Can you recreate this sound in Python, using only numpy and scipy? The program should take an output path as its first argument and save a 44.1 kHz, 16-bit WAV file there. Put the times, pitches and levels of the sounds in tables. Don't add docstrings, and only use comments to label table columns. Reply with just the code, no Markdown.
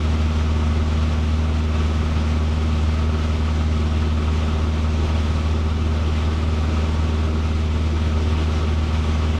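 import sys
import numpy as np
from scipy import signal
from scipy.fft import rfft, irfft, next_fast_len
from scipy.io import wavfile
from scipy.ndimage import uniform_filter1d, map_coordinates

SR = 44100
rng = np.random.default_rng(int(sys.argv[2]) if len(sys.argv) > 2 else 0)


def int16_out(signal):
    q = np.round(np.clip(np.atleast_2d(signal).T, -1, 1) * 32767)
    wavfile.write(sys.argv[1], SR, q.astype(np.int16))


N = 414099

# t/s, firing rate f/Hz
ENGINE_SPEED = [(0.0, 77.61), (2.88, 77.5), (5.16, 77.96), (5.34, 78.17), (7.56, 78.18), (8.04, 77.94),
                (8.7, 78.14), (9.0, 77.8), (9.38, 78.04)]
# multiple of the engine cycle, relative level/dB at cruise, change in level per extra firing a second/(dB/Hz)
BOOM_TONES = [(1, -41.5, 0), (2, -47, 7), (3, -64, 4), (4, -20, -1.1), (5, -37.5, 3.5), (6, -41.5, 0),
              (8, -34.5, -2.5), (11, -36.5, 3), (12, -33, -4), (14, -46, 3), (16, -48, 5), (20, -48, 1)]
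# multiple of the engine cycle, relative level/dB
BUZZ_TONES = [(24, -55.4), (25, -58.0), (26, -58.1), (27, -57.1), (28, -55.3), (32, -56.6), (34, -55.1),
              (36, -60.6), (38, -55.5), (39, -57.0), (42, -56.3), (43, -59.8), (45, -59.5), (46, -56.5),
              (48, -54.4), (52, -60.7), (53, -60.1), (54, -59.5), (57, -58.9), (58, -57.4), (59, -54.6),
              (62, -63.6), (65, -60.0), (66, -54.5), (67, -58.4), (71, -60.9), (72, -62.7), (75, -63.9),
              (77, -63.8), (79, -64.2)]
CYLINDER_LEVELS = [2, -3, 0, -2.5]
# centre f/Hz, width f/Hz, relative level/dB
PANEL_RESONANCES = [(552, 51, -4.5), (638, 38, -2.5), (764, 31, -4), (827, 25, -6), (918, 43, -3),
                    (1047, 40, -6), (1133.5, 42, -0.5), (1282, 33, 2), (1382, 22, -1.5), (1505, 49, -6)]
# t/s, level/dB about its usual strength
AIR_STRENGTH = [(0.0, 0.5), (0.42, 0.4), (1.68, -1), (1.8, 0.46), (4.2, -0.5), (4.38, 1.1), (4.74, -1.1),
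                (5.1, 1.5), (5.76, -1.5), (6.24, 1.4), (6.48, -1.2), (6.66, 0.7), (7.26, -0.1),
                (7.56, -1.5), (8.58, 1.4), (8.76, -1), (8.94, 1.3), (9.38, -0.1)]
# f/Hz, relative level per hertz/dB
RUSH_SPECTRUM = [(200, -32), (400, -6.5), (560, 5.5), (700, 0), (1000, -1), (1480, -2), (1700, -3),
                 (2400, -1), (3400, -2), (4500, -8.5), (5800, -10.5), (8000, -20), (10000, -29),
                 (15000, -40.5)]
# centre f/Hz, width f/Hz, relative level/dB
LEAK_RESONANCES = [(1743, 60, -2), (2054, 54, 3), (2322, 88, 1.5), (2630, 85, 1), (3485, 53, -5),
                   (5930, 220, -15.5)]
# f/Hz, relative level per hertz/dB
RUMBLE_SPECTRUM = [(8, -25), (20, -10), (35, -7.5), (70, -1), (110, -3), (175, -10.5), (230, -6.5),
                   (290, -11), (400, -13), (470, -21.5), (700, -27.5), (1500, -72)]

CRUISE_HZ = 77.85
TOP_HZ = 15200


def amp(db):
    return 10 ** (np.asarray(db) / 20)


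def unit(x):
    return x / np.sqrt(np.mean(x ** 2) + 1e-20)


def curve(rows):
    times, values = np.transpose(rows)
    return np.interp(np.arange(N) / SR, times, values)


def wobble(rate_hz):
    knots = rng.standard_normal(int(N * rate_hz / SR) + 4)
    coarse = np.linspace(0, N, 8 * len(knots))
    smooth = map_coordinates(knots, [coarse * rate_hz / SR])
    return np.interp(np.arange(N), coarse, smooth)


def filtered(x, response):
    size = next_fast_len(N + SR // 2)
    hz = np.fft.rfftfreq(size, 1 / SR)
    return irfft(rfft(x, size) * response(hz), size)[:N]


def coloured(x, spectrum):
    points_hz, db = np.transpose(spectrum)
    return unit(filtered(x, lambda hz: amp(np.interp(np.log(hz + 1), np.log(points_hz), db))))


def resonate(x, modes):
    def response(f):
        total = 0
        for k, (centre, width, db) in enumerate(modes):
            damping = 1j * f * width
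            sign = (-1) ** k
            total = total + sign * amp(db) * damping / (centre * centre - f * f + damping)
        return total
    return unit(filtered(x, response))


def turbulence(patchy_db):
    grid = signal.stft(rng.standard_normal(N), nperseg=512)[2]
    patches = uniform_filter1d(rng.standard_normal(grid.shape), size=8, axis=0)
    patches = uniform_filter1d(patches, size=14, axis=1)
    noise = signal.istft(grid * amp(patchy_db * unit(patches)), nperseg=512)[1]
    return unit(noise[:N])


def strokes(cycle, scatter_db):
    count = len(CYLINDER_LEVELS)
    stroke = (count * cycle + .5).astype(int)
    cylinder_db = np.array(CYLINDER_LEVELS)[stroke % count]
    size_db = cylinder_db + scatter_db * rng.standard_normal(stroke[-1] + 1)[stroke]
    return uniform_filter1d(size_db - size_db.mean(), size=200)


def boom(cycle, overspeed_hz, level_db, waver_db):
    out = np.zeros(N)
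    for multiple, db, db_per_hz in BOOM_TONES:
        k = round(multiple)
        drift_db = db_per_hz * overspeed_hz + waver_db * wobble(2.1)
        lag = np.pi / 2 * (k % (2 * len(CYLINDER_LEVELS)) == 0)
        out += amp(db + drift_db) * np.cos(2 * np.pi * k * cycle - lag)
    return np.sqrt(2) * amp(level_db) * out


def buzz(cycle, level_db, waver_db, phase_spread, bunching):
    out = np.zeros(N)
    for multiple, db in BUZZ_TONES:
        start = rng.uniform(-np.pi, np.pi) * (1 - bunching)
        lag = start + phase_spread * wobble(7)
        tone = np.cos(2 * np.pi * round(multiple) * cycle + lag)
        out += amp(db + waver_db * wobble(4)) * tone
    return np.sqrt(2) * amp(level_db) * out


def clatter(stroke_db, level_db):
    bursts = amp(stroke_db) * rng.standard_normal(N)
    panels = resonate(bursts, PANEL_RESONANCES)
    firewall = signal.butter(4, [400, 1600], "bandpass", fs=SR, output="sos")
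    return amp(level_db) * unit(signal.sosfilt(firewall, panels))


def roar(overspeed_hz, level_db, db_per_hz, centre_hz, width_hz, flutter_db):
    hollow = [(centre_hz, width_hz, 0)]
    air = resonate(resonate(rng.standard_normal(N), hollow), hollow)
    flurries = unit(amp(flutter_db * wobble(22)) * air)
    return amp(level_db + db_per_hz * overspeed_hz) * flurries


def slipstream(flow_db, cycle, rush_db, leak_db, rumble_db, flutter_db, throb_db):
    rush = amp(rush_db) * coloured(turbulence(patchy_db=0.7), RUSH_SPECTRUM)
    leaks = amp(leak_db) * resonate(turbulence(patchy_db=1.5), LEAK_RESONANCES)
    leak_band = signal.butter(4, [1500, 7000], "bandpass", fs=SR, output="sos")
    leaks = signal.sosfilt(leak_band, leaks)
    rumble = amp(rumble_db + .8 * flow_db) * coloured(turbulence(patchy_db=0.3), RUMBLE_SPECTRUM)
    unsteady_db = flutter_db * wobble(24) + throb_db * np.cos(2 * np.pi * cycle)
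    return amp(flow_db + unsteady_db) * (rush + leaks) + rumble


def scene():
    firing_hz = curve(ENGINE_SPEED)
    flow_db = curve(AIR_STRENGTH)
    overspeed_hz = firing_hz - CRUISE_HZ
    cycle = np.cumsum(firing_hz) / SR / len(CYLINDER_LEVELS)
    stroke_db = strokes(cycle, scatter_db=1.66)
    drone = boom(cycle, overspeed_hz, level_db=-0.03, waver_db=0.33)
    rasp = buzz(cycle, level_db=1.2, waver_db=1.6, phase_spread=.25, bunching=.12)
    rasp = amp(.3 * stroke_db) * rasp
    rattle = rasp + clatter(stroke_db, level_db=-39.0)
    hollow = roar(overspeed_hz, level_db=-38.0, db_per_hz=1.5, centre_hz=363.7, width_hz=121, flutter_db=1.5)
    air = slipstream(flow_db, cycle, rush_db=-37.0, leak_db=-49.5, rumble_db=-31.5,
                     flutter_db=0.62, throb_db=.35)
    return (drone + amp(flow_db) * (rattle + hollow) + air)[None]


def record(dry):
    to_nearest_end_s = np.minimum(np.arange(N), np.arange(N)[::-1]) / SR
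    faded = dry[0] * np.clip(to_nearest_end_s / .004, 0, 1)
    return filtered(faded, lambda hz: hz < TOP_HZ)[None]


dry = scene()
out = record(dry)
int16_out(out)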